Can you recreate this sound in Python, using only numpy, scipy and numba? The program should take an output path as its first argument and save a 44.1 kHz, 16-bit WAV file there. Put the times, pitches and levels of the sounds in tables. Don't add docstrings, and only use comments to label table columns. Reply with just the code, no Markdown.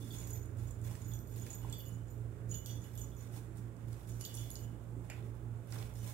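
import sys
import numpy as np
from scipy import signal
from scipy.fft import rfft, irfft, next_fast_len
from scipy.io import wavfile
from scipy.ndimage import uniform_filter1d
from numba import njit

SR = 44100
rng = np.random.default_rng(int(sys.argv[2]) if len(sys.argv) > 2 else 0)


def decibels_to_gain(level_db):
    exponent = np.asarray(level_db, float) / 20
    return 10 ** exponent


def log_audio(samples):
    frames = np.atleast_2d(samples).T
    limited = np.clip(frames, -1, 1)
    pcm = np.round(limited * 32767).astype(np.int16)
    wavfile.write(sys.argv[1], SR, pcm)


N = 270393

# frequency in Hz, right-port level
# in dB rms, left minus right in dB, time in seconds at which it is in step with the first line.
MOTOR_LINES = [(115.98, -43.1, -11.1, 3.0), (112.33, -52.4, -7.5, 3.0412), (111.71, -55.5, -8.5, 2.9725),
               (119.97, -60.3, -8.1, 2.9279), (119.63, -66.5, -5.1, 3.0607), (116.59, -68.1, -5.1, 2.3034),
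               (57.99, -53.5, -9.4, 3.0043), (55.86, -56.5, -10.0, 3.0066), (78.46, -63.7, -7.7, 3.0003),
               (87.94, -67.9, -5.8, 3.0121), (101.79, -68.2, -9.3, 2.9899), (167.52, -67.8, -8.3, 2.9944),
               (173.93, -66.8, -7.8, 3.0105), (231.96, -71.5, -8.2, 3.0), (289.64, -72, -11, 3.0),
               (347.97, -74.3, -10.9, 3.0)]


def curve(table, hz):
    table = np.array(table, float)
    return np.interp(np.log(hz + 1), np.log(table[:, 0] + 1), table[:, 1])


def colour(x, gain):
    size = next_fast_len(N, real=True)
    hz = np.arange(size // 2 + 1) * SR / size
    return irfft(rfft(x, size) * gain(hz), size)[..., :N]


def unit(x):
    return x / np.sqrt(np.mean(x ** 2))


def walk(rate):
    hold = int(SR / rate)
    steps = np.repeat(rng.standard_normal(N // hold + 1), hold)
    return uniform_filter1d(uniform_filter1d(steps, hold), hold)[:N]


def ports(pan_db):
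    left = decibels_to_gain(np.asarray(pan_db))
    return 2 * np.array([left, np.ones_like(left)]) / (1 + left)


def pen(x, t60, wet_db):
    t = np.arange(int(.4 * SR)) / SR
    tail = rng.standard_normal((2, len(t))) * np.exp(-np.log(1000) * t / t60) * (t > .002)
    tail = tail / np.sqrt(np.sum(tail ** 2, axis=1, keepdims=True))
    return x + decibels_to_gain(wet_db) * signal.fftconvolve(x, tail, axes=1)[:, :N]


@njit
def shell(strike, chatter, roll, pole, keep):
    out, z = np.empty(len(strike)), 0j
    for i in range(len(strike)):
        z = z * pole[i] * roll[i] + chatter[i]
        if strike[i] != 0:
            z = z * keep + strike[i]
        out[i] = z.imag
    return out


def grazes(depth):
    roll = np.ones(N, complex)
    when, size, skip = rng.random((1200, 3)).T
    roll[(when * N).astype(int)] = (0.93 + 0.17 * size) * np.exp(3.5j * depth * (skip - .5))
    return roll


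def bell():
    mode_hz = [
        [6831, 6640, 7120],
        [3410, 3500],
        [2975],
        [6000],
        [4590, 5470],
        [13815, 13380, 14095],
        [11580],
    ]
    # level in dB, share of the ring-out, pitch wobble as a share, graze depth in radians.
    modes = [
        [(-1, 0.89, 0.00018, 0.56), (-8, 0.17, 0.0089, 1.1), (-10, 0.18, 0.014, 1.4)],
        [(-3, 1.46, 0.0039, 2.16), (-5.5, 0.64, 0.0078, 1.9)],
        [(-2, 1.84, 0.012, 3.3)],
        [(-4.5, 1.04, 0.0034, 2.3)],
        [(0, 1.2, 0.0078, 2.3), (-6, 0.3, 0.0068, 0.97)],
        [(-5, 0.92, 0.001, 0.97), (-13, 0.5, 0.01, 1.8), (-15, 1, 0.0049, 1.6)],
        [(-0.5, 1.4, 0.0062, 3.3)],
    ]
    # time in seconds, level in dB, ring-out t60 in seconds.
    ring_hits = [(0.113, -57, 0.2), (0.1324, -54.5, 0.18), (0.162, -52, 0.21), (0.183, -46.5, 0.21),
                 (0.2392, -52, 0.47), (0.3057, -44, 0.11), (0.333, -41.5, 0.23), (0.4248, -58, 0.14),
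                 (0.583, -65, 0.41), (0.6719, -56, 0.11), (0.7085, -63, 0.16), (0.838, -60, 0.18),
                 (0.9043, -67, 0.18), (1.0164, -56, 0.15), (1.046, -54, 0.21), (1.0816, -55, 0.32),
                 (1.1354, -47, 0.12), (1.2733, -62.5, 0.16), (1.3217, -59.5, 0.31), (1.379, -58, 0.33),
                 (1.4187, -49, 0.2), (1.481, -59, 0.18), (1.5025, -45, 0.11), (1.5341, -47.5, 0.15),
                 (1.5957, -63, 0.32), (1.6976, -55, 0.11), (1.7251, -62, 0.18), (1.8005, -59, 0.15),
                 (1.8584, -57.5, 0.4), (1.947, -61, 0.2), (2.0817, -64, 0.17), (2.1032, -63, 0.21),
                 (6.005, -66, 0.15), (2.494, -53, 0.2), (2.5113, -40, 0.22), (2.5426, -38, 0.074),
                 (2.6476, -56, 0.18), (2.6596, -51, 0.19), (2.709, -47.5, 0.1), (2.817, -59, 0.44),
                 (2.983, -47, 0.068), (3.0143, -46.5, 0.18), (3.1652, -59.5, 0.22), (3.2084, -58, 0.15),
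                 (3.237, -69, 0.16), (3.5728, -69, 0.13), (4.074, -66, 0.18), (4.0914, -60.5, 0.28),
                 (4.1904, -66, 0.18), (4.207, -53, 0.21), (4.2385, -50, 0.17), (4.26, -46.5, .12),
                 (4.3291, -66, 0.18), (4.343, -59, 0.18), (4.369, -50, 0.18), (4.3829, -49.5, 0.21),
                 (4.4276, -53, 0.11), (4.4755, -63, 0.16), (4.5131, -43, 0.049), (4.5621, -51, 0.25)]
    slot_hits = [(0.0168, -60.5, 0.36), (0.1061, -52, 0.15), (0.1779, -64, 0.21), (1.1158, -57.5, 0.16),
                 (1.3707, -73, 0.15), (1.3921, -69, 0.15), (1.4081, -64, 0.2), (1.5762, -65, 0.15),
                 (1.699, -67, 0.13), (1.727, -45.5, 0.15), (1.7957, -52, 0.073), (2.5405, -60.5, 0.21),
                 (2.6593, -52, 0.1), (2.6912, -54.5, 0.16), (2.8418, -65, 0.1), (2.9546, -62.5, 0.2),
                 (2.978, -59, 0.13), (3.1157, -64.5, 0.094), (4.0825, -71, 0.15), (4.2521, -47, 0.066),
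                 (4.2746, -58.5, 0.23), (4.374, -54, 0.2), (4.41, -59.5, 0.18), (4.556, -66, 0.16)]
    lowest_hits = [(1.3627, -71, 0.15), (1.44, -65, 0.27), (1.6156, -66, 0.14), (1.6989, -65, 0.15),
                   (1.7348, -72, 0.15), (1.8022, -55, 0.074), (1.856, -65, 0.19), (2.518, -57.5, 0.16),
                   (2.545, -51.5, 0.11), (2.6283, -77, 0.13), (2.6607, -60.5, 0.14), (2.842, -64, 0.16),
                   (2.978, -63, 0.23), (3.2075, -82, 0.15), (4.0955, -74, 0.17), (4.211, -59, 0.15),
                   (4.2387, -55, 0.15), (4.2628, -56.5, 0.13), (4.369, -55, 0.098), (4.406, -60, 0.1),
                   (4.5554, -60.5, 0.13), (4.6128, -69, 0.21), (6.01, -65, .15)]
    sixth_hits = [(0.1066, -66, 0.18), (0.152, -59, 0.18), (0.2472, -68, 0.18), (0.2767, -56, 0.2),
                  (0.3106, -68, 0.18), (0.3335, -64, 0.2), (0.356, -55, 0.18), (1.1487, -56, 0.18),
                  (1.7249, -62, 0.18), (1.7576, -59, 0.18), (2.5071, -69, 0.18), (2.5405, -52, 0.2),
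                  (2.68, -50, .2), (3.035, -60, .2), (2.6598, -49, 0.23), (2.976, -58, 0.18),
                  (3.011, -57, 0.18), (3.1586, -72, 0.18), (3.1776, -58, 0.18), (4.0975, -71, 0.18),
                  (4.1329, -58, 0.18), (4.1983, -62, 0.18), (4.2167, -56, 0.18), (4.2501, -56, 0.18),
                  (4.3403, -53, 0.29), (4.5549, -65, 0.18), (5.99, -63, .3)]
    middle_hits = [(0.105, -60, 0.12), (1.7249, -60, 0.16), (1.8003, -62, 0.1), (2.5405, -65, 0.12),
                   (2.6595, -58, 0.12), (2.68, -62, 0.18), (2.7017, -60, 0.15), (4.3, -63, .12),
                   (4.37, -60, 0.19), (4.2106, -60, 0.13), (4.2497, -52, 0.1), (4.2794, -67, 0.12),
                   (4.5542, -60, 0.12)]
    top_hits = [(0.0852, -63, 0.15), (0.1072, -57, 0.15), (0.1226, -49, 0.15), (0.1875, -54, 0.15),
                (0.2733, -51, 0.15), (0.3328, -45, 0.18), (0.6729, -56, 0.15), (0.8395, -55, 0.15),
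                (1.056, -54, 0.15), (1.0779, -52, 0.16), (1.1343, -50, 0.17), (1.1517, -49, 0.093),
                (1.2725, -56, 0.17), (1.3623, -54, 0.15), (1.3982, -57, 0.15), (1.5125, -61, 0.15),
                (1.5482, -42, 0.086), (1.6975, -61, 0.17), (1.7255, -55, 0.15), (1.7409, -52, 0.17),
                (1.783, -45.5, 0.16), (1.8587, -59, 0.17), (2.103, -57, 0.14), (2.5102, -54, 0.15),
                (2.5237, -56, 0.15), (2.5531, -44, 0.15), (2.574, -48, 0.097), (2.6604, -49, 0.15),
                (2.7048, -57, 0.12), (2.826, -67, 0.15), (2.8424, -59, 0.15), (2.9382, -59, 0.14),
                (2.9547, -53, 0.15), (2.9761, -55, 0.15), (2.9916, -48, 0.19), (3.1597, -64, 0.15),
                (3.1742, -60, 0.15), (4.2103, -61, 0.15), (4.2512, -44, 0.12), (4.3425, -53, 0.15),
                (4.4358, -52, 0.13), (4.5057, -51, 0.15), (4.5296, -48, 0.15), (4.5545, -50, 0.14)]
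    shoulder_hits = [(0.2738, -57, 0.08), (1.2729, -64, 0.08), (1.3622, -56, 0.08), (1.7249, -53.5, 0.044),
                     (1.8053, -58, 0.08), (2.5419, -53, 0.08), (2.6598, -57, 0.1), (2.8414, -61, 0.08),
                     (2.9756, -53, 0.08), (4.2106, -53, 0.074), (4.3644, -55, 0.08), (4.5096, -50, 0.08)]
    family_pans_db = [-13.5, -6.5, -13, -6, 2, -6.5, 2]
    chatters_db = [-17.5, -13, -14, -13, -14, -12, -22]
    chatter_per_s, chatter_t60_s, turn_db = 170, 0.36, 2.5

    families = ring_hits, slot_hits, lowest_hits, sixth_hits, middle_hits, top_hits, shoulder_hits
    out = np.zeros((2, N))
    rattle = (rng.random(N) < chatter_per_s / SR) * rng.standard_normal(N)
    chatter_decay = decibels_to_gain(-60 / (chatter_t60_s * SR))
    for hzs, family, hits, family_pan_db, chatter_db in zip(mode_hz, modes, families, family_pans_db, chatters_db):
        s, db, t60 = np.transpose(sorted(hits))
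        at = (s * SR).astype(int)
        latest = np.maximum(np.searchsorted(at, np.arange(N), "right") - 1, 0)
        ring_out = np.clip(t60, .02, .6)[latest]
        pan_db = family_pan_db + turn_db * rng.standard_normal(len(s))
        for hz, (mode_db, share, wobble, graze) in zip(hzs, family):
            loss = np.log(1000) / (share * ring_out * SR)
            pole = np.exp(2j * np.pi * hz * (1 + wobble * walk(25)) / SR - loss)
            roll = grazes(graze)
            scatter_db = 3 * rng.standard_normal((len(s), 2)).T * (hz != hzs[0])
            near = signal.butter(1, [hz - 250, hz + 250], "band", fs=SR, output="sos")
            for port, gain in enumerate(ports(pan_db)):
                strike = np.zeros(N, complex)
                phase = np.exp(2j * np.pi * rng.random(len(s)))
                strike[at] = gain * decibels_to_gain(db + mode_db + scatter_db[port]) * phase
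                unrest = signal.lfilter([decibels_to_gain(chatter_db)], [1, -chatter_decay], np.abs(strike))
                ring = shell(strike, rattle * unrest, roll, pole, 0.18)
                out[port] += signal.sosfilt(near, ring)
    return pen(out, t60=0.26, wet_db=-6)


def burst(hz, t60, width):
    t = np.arange(int(.15 * SR)) / SR
    edges = np.clip([hz / (1 + width), hz * (1 + width)], 50, 20000)
    push = rng.standard_normal(len(t)) * np.exp(-np.log(1000) * t / t60)
    push[0] = 1.5
    x = signal.sosfilt(signal.butter(3, edges, "band", fs=SR, output="sos"), push)
    return x / np.abs(x).max()


def add(out, x, s):
    i = int(s * SR)
    out[:, i:i + x.shape[1]] += x[:, :N - i]


def contacts():
    # time in seconds, peak in dB, centre in
    # Hz, broad crack in dB.
    ticks = [(0.2725, -46, 7260, -61), (0.3035, -45, 10400, -73), (0.329, -47, 7300, -73),
             (0.4568, -58, 9960, -86), (0.571, -58, 8200, -80), (0.6814, -57, 7330, -78),
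             (0.7085, -48.5, 7300, -78), (0.815, -54, 7510, -73), (0.9537, -50, 7700, -60.5),
             (1.0211, -59, 10400, -76), (1.135, -49, 7150, -66), (1.1904, -69, 7480, -61.5),
             (1.2726, -60, 11600, -69), (1.3622, -54, 11500, -62), (1.398, -49, 7200, -70),
             (1.466, -52, 10500, -59), (1.503, -50, 7220, -68), (1.53, -48, 7540, -73),
             (1.6172, -69, 10700, -73), (1.698, -50, 7950, -68), (1.726, -43, 7300, -58),
             (1.8058, -55, 11600, -65), (1.854, -54, 7250, -74), (1.8821, -50.5, 10500, -75),
             (1.8914, -57, 11000, -77), (2.1021, -64, 7400, -86), (2.5026, -55, 7300, -75),
             (2.5264, -51, 10300, -67), (2.542, -53, 9000, -60), (2.66, -46, 11800, -50.5),
             (2.8409, -59, 11700, -72), (2.9539, -50, 12500, -64), (2.976, -44, 7150, -69),
             (3.3235, -64, 10600, -70), (3.571, -52, 8260, -71), (3.767, -73, 7720, -69),
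             (3.9303, -67, 7230, -61), (4.0745, -59, 10600, -71), (4.211, -43.5, 11000, -51.5),
             (4.2507, -50, 9600, -48), (4.342, -42.5, 7600, -59), (4.3507, -41.5, 10200, -66),
             (4.3694, -46, 11500, -57), (4.5036, -42, 10700, -56), (4.556, -54, 7900, -50.5),
             (5.1002, -45.5, 7400, -57), (5.3512, -66, 10600, -86), (5.6725, -60, 10600, -81),
             (5.7235, -61, 10500, -56), (5.939, -61, 11700, -70),
             (2.495, -59, 10400, -78), (2.513, -57, 10800, -74), (2.692, -55, 8000, -70),
               (2.77, -62, 10500, -78), (2.995, -52, 8500, -68), (3.01, -54, 7600, -70),
               (3.03, -59, 8200, -72), (4.222, -52, 7200, -66), (4.512, -49, 10000, -70)]
    # time in seconds, peak in dB, centre in Hz, t60 in seconds, width as a share.
    knocks = [(0.88, -58, 2300, .14, .2), (0.952, -49, 1850, .014, 0.41), (1.002, -64, 1490, 0.03, 0.21),
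              (1.466, -50.5, 1900, 0.059, 0.39), (1.646, -44, 940, 0.014, 0.2),
              (1.649, -63, 980, .08, 0.12), (4.96, -46, 334, 0.15, 0.23), (5.1, -47, 716, 0.0087, 0.34),
              (4.253, -45, 3450, .03, .08), (4.253, -48, 4650, .03, 0.067), (4.556, -55, 4600, .03, .08),
              (4.256, -47, 13300, .04, .06), (5.099, -41.5, 2230, 0.012, 0.16),
              (5.1, -55, 5140, 0.14, 0.13), (5.1, -51, 11000, .02, .4), (5.104, -50.5, 2530, 0.2, 0.13),
              (5.109, -51, 2300, 0.16, .2), (5.105, -52, 1750, 0.15, 0.18), (5.112, -61, 7600, 0.17, 0.23),
              (5.7235, -46, 4600, .015, 0.14), (5.7253, -47, 1400, 0.014, 0.45),
              (5.76, -46.5, 800, 0.038, 0.89), (5.786, -44, 5200, .02, .3), (5.8, -49.5, 705, 0.035, 0.85),
              (5.825, -45.5, 3630, 0.036, 0.45)]
    out = np.zeros((2, N))
    for s, db, hz, crack_db in ticks:
        ring = decibels_to_gain(db + 1.6) * burst(hz, 0.022, 0.096)
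        snap = decibels_to_gain(db + 2) * burst(10500, .004, 0.66)
        crack = decibels_to_gain(crack_db + 15.5) * burst(6400, 0.0058, 0.49)
        pan_db = -10.5 + 0.5 * rng.standard_normal()
        add(out, np.outer(ports(pan_db), ring + snap + crack), s)
    for s, db, hz, t60, width in knocks:
        add(out, np.outer(ports(-4.5), decibels_to_gain(db) * burst(hz, t60, width)), s)
    return pen(out, t60=0.29, wet_db=-6)


def rustle():
    # start in seconds, hold in seconds, level in dB, dullness in dB.
    drags = [(0, 0.14, -70.5, -6), (0.149, 0.044, -64.5, 0), (0.222, 0.15, -72.5, 5.5),
             (0.592, 0.049, -73.5, 2), (0.673, .05, -83, -2), (0.837, 0.12, -69, 3),
             (1.002, 0.16, -75.5, 0), (1.364, 0.18, -70.5, 2), (1.29, 0.055, -76, -9),
             (1.537, 0.4, -77, -10), (2.106, 0.023, -84, -6), (1.64, 0.083, -82, 16.5),
             (2.499, 0.054, -71.5, -14), (2.665, 0.21, -75, 2), (2.935, 0.28, -78.5, -10),
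             (2.974, 0.032, -71, -6), (3.205, 0.023, -74, 6.5), (3.344, 0.028, -69, 3),
             (3.574, 0.017, -76, -3), (3.88, 0.15, -76.5, 5.5), (4.08, 0.063, -71, -5),
             (4.209, 0.045, -64, -1.5), (4.34, 0.076, -66, -4), (4.458, 0.17, -72, 1),
             (5.104, 0.07, -84, 20), (5.042, 0.059, -86, 1), (5.247, 0.041, -86, 8), (5.708, .015, -74, -6),
             (5.736, 0.082, -67, 8), (5.955, 0.056, -71.5, -3), (6.032, 0.055, -65, 2)]
    # frequency in Hz, level in dB per Hz.
    crinkle = [(2500, -11.5), (3900, -5), (5300, -0.5), (7000, 2.5), (13000, 1), (15800, 0.5)]
    padding = [(400, 13.5), (900, 6.5), (1500, 0.5), (2400, 1.5), (3600, -6), (5500, -22)]
    grip_db_per_s, let_go_db_per_s = 420, 150
    rest_db, rest_dull_db = -87.5, 11
    spread_db, flicker_db = 1.6, 1.4

    t = np.arange(N) / SR
    crisp, soft = decibels_to_gain(2 * rest_db), decibels_to_gain(2 * (rest_db + rest_dull_db))
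    for s, hold, db, dull_db in drags:
        swell_db = grip_db_per_s * (s - t)
        die_db = let_go_db_per_s * (t - s - hold)
        power = decibels_to_gain(2 * (db - np.maximum(0, np.maximum(swell_db, die_db))))
        crisp = crisp + power
        soft = soft + power * decibels_to_gain(2 * dull_db)
    snaps = rng.random((2, N)) < 1800 / SR
    size_db = spread_db * np.minimum(rng.exponential(size=(2, N)), 4)
    creases = snaps * decibels_to_gain(size_db) * rng.standard_normal((2, N))
    creases = creases * decibels_to_gain(flicker_db * walk(40))
    film = unit(colour(creases, lambda f: decibels_to_gain(curve(crinkle, f)) * (f > 1500)))
    pad = unit(colour(creases, lambda f: decibels_to_gain(curve(padding, f)) * (f > 250)))
    film = decibels_to_gain(6.5) * np.sqrt(crisp) * film * ports(-5.0)[:, None]
    pad = decibels_to_gain(1.72) * np.sqrt(soft) * pad * ports(-8.5)[:, None]
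    return pen(film + pad, t60=0.044, wet_db=0)


def motors():
    # time in seconds, level change in dB.
    load = [(0, -0.2), (.8, 1.9), (1.3, 0), (2.4, 0.5), (3.0, -0.9), (3.9, -.6), (4.6, -0.5), (5.3, .3),
            (6.13, 0.7)]
    # time in seconds, level in dB rms.
    pump_level = [(0, -59), (0.5, -44.5), (1.4, -54), (1.8, -61), (2.6, -52), (3.2, -64), (4.0, -71),
                  (4.4, -64), (4.8, -69), (6.13, -59)]
    t, lead, out = np.arange(N) / SR, MOTOR_LINES[0][0], 0
    load_db = np.interp(t, *np.transpose(load))
    for hz, db, pan_db, s in MOTOR_LINES:
        line = np.sqrt(2) * np.sin(2 * np.pi * (lead * t + (hz - lead) * (t - s)))
        level = decibels_to_gain(db + load_db + 0.15 * walk(2.1))
        out = out + np.outer([decibels_to_gain(pan_db), 1], level * line)
    pump = np.sqrt(2) * np.cos(2 * np.pi * 91.48 * t)
    pump = decibels_to_gain(np.interp(t, *np.transpose(pump_level))) * pump
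    return out + np.outer([decibels_to_gain(-10.0), 1], pump)


def air():
    # frequency in Hz, level in dB per Hz.
    spectrum = [(25, -40), (40, -20), (55, -5), (90, -7), (145, -14.5), (206, -17), (340, -18), (520, -24),
                (754, -32.5), (1480, -35), (3820, -54.5), (5880, -55.5), (7310, -47), (13200, -56)]
    # frequency in Hz, left minus right in dB.
    air_pan = [(60, -15.5), (110, -13.5), (200, -8), (380, -4.5), (700, -7.5), (1290, -14), (2380, -11),
               (4400, -4), (8120, -23), (15000, -22)]
    # frequency in Hz, likeness of the two ports from 0 to 1.
    likeness = [(130, 0.83), (290, 0.9), (640, 0.37), (1400, 0.1)]
    # frequency in Hz, width in Hz, boost in dB.
    room_modes = [(141, 16, 7.5), (172, 6.6, 9.5), (186, 8.2, 5), (234.6, 13, 5), (283.6, 12.5, 4.5),
                  (321, 6.4, 7.5), (363.4, 12, 4), (422.3, 16.4, 6.5),  (551, 12, 4.5), (680, 27, 6),
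                  (699, 14, 2), (847, 26, 8.5), (953, 22, 2), (1113, 18, 5.5), (1372, 28, 4.5),
                  (125.4, 15.7, -11), (67.7, 7.6, -10)]
    throb_depth_db, throb_top_hz, throb_lag_s = 2, 300, 0.018

    lead, second, in_step_s = MOTOR_LINES[0][0], MOTOR_LINES[1][0], MOTOR_LINES[1][-1]
    since_step = np.arange(N) / SR - in_step_s - throb_lag_s
    throb_db = throb_depth_db * np.cos(2 * np.pi * (lead - second) * since_step)
    out = 0
    for hz in 30 * 2. ** np.arange(10):
        alike = np.clip(curve(likeness, hz), 0, 1)
        common, *own = rng.standard_normal((3, N))
        pair = np.sqrt(alike) * common + np.sqrt(1 - alike) * np.array(own)
        octave = lambda f: np.cos(np.pi / 2 * np.clip(np.log2((f + 1) / hz), -1, 1))
        flicker_db = 1.3 * walk(6) + throb_db * (hz < throb_top_hz)
        out = out + decibels_to_gain(flicker_db) * colour(pair, octave)

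    def room(f):
        standing_db = sum(db / (1 + (2 * (f - hz) / width) ** 2) for hz, width, db in room_modes)
        return decibels_to_gain(curve(spectrum, f) + standing_db) * ports(curve(air_pan, f))

    return decibels_to_gain(-51) * unit(colour(out, room))


def scene():
    return bell() + contacts() + rustle() + motors() + air()


def top_cut(x):
    return signal.sosfilt(signal.butter(12, 16200, fs=SR, output="sos"), x)


def record(dry):
    pair = np.array([np.roll(dry[0], 3), dry[1]])
    mix = signal.sosfilt(signal.ellip(8, .2, 25, 15750, fs=SR, output="sos"), pair)
    return top_cut(mix)


dry = scene()
out = record(dry)
log_audio(out)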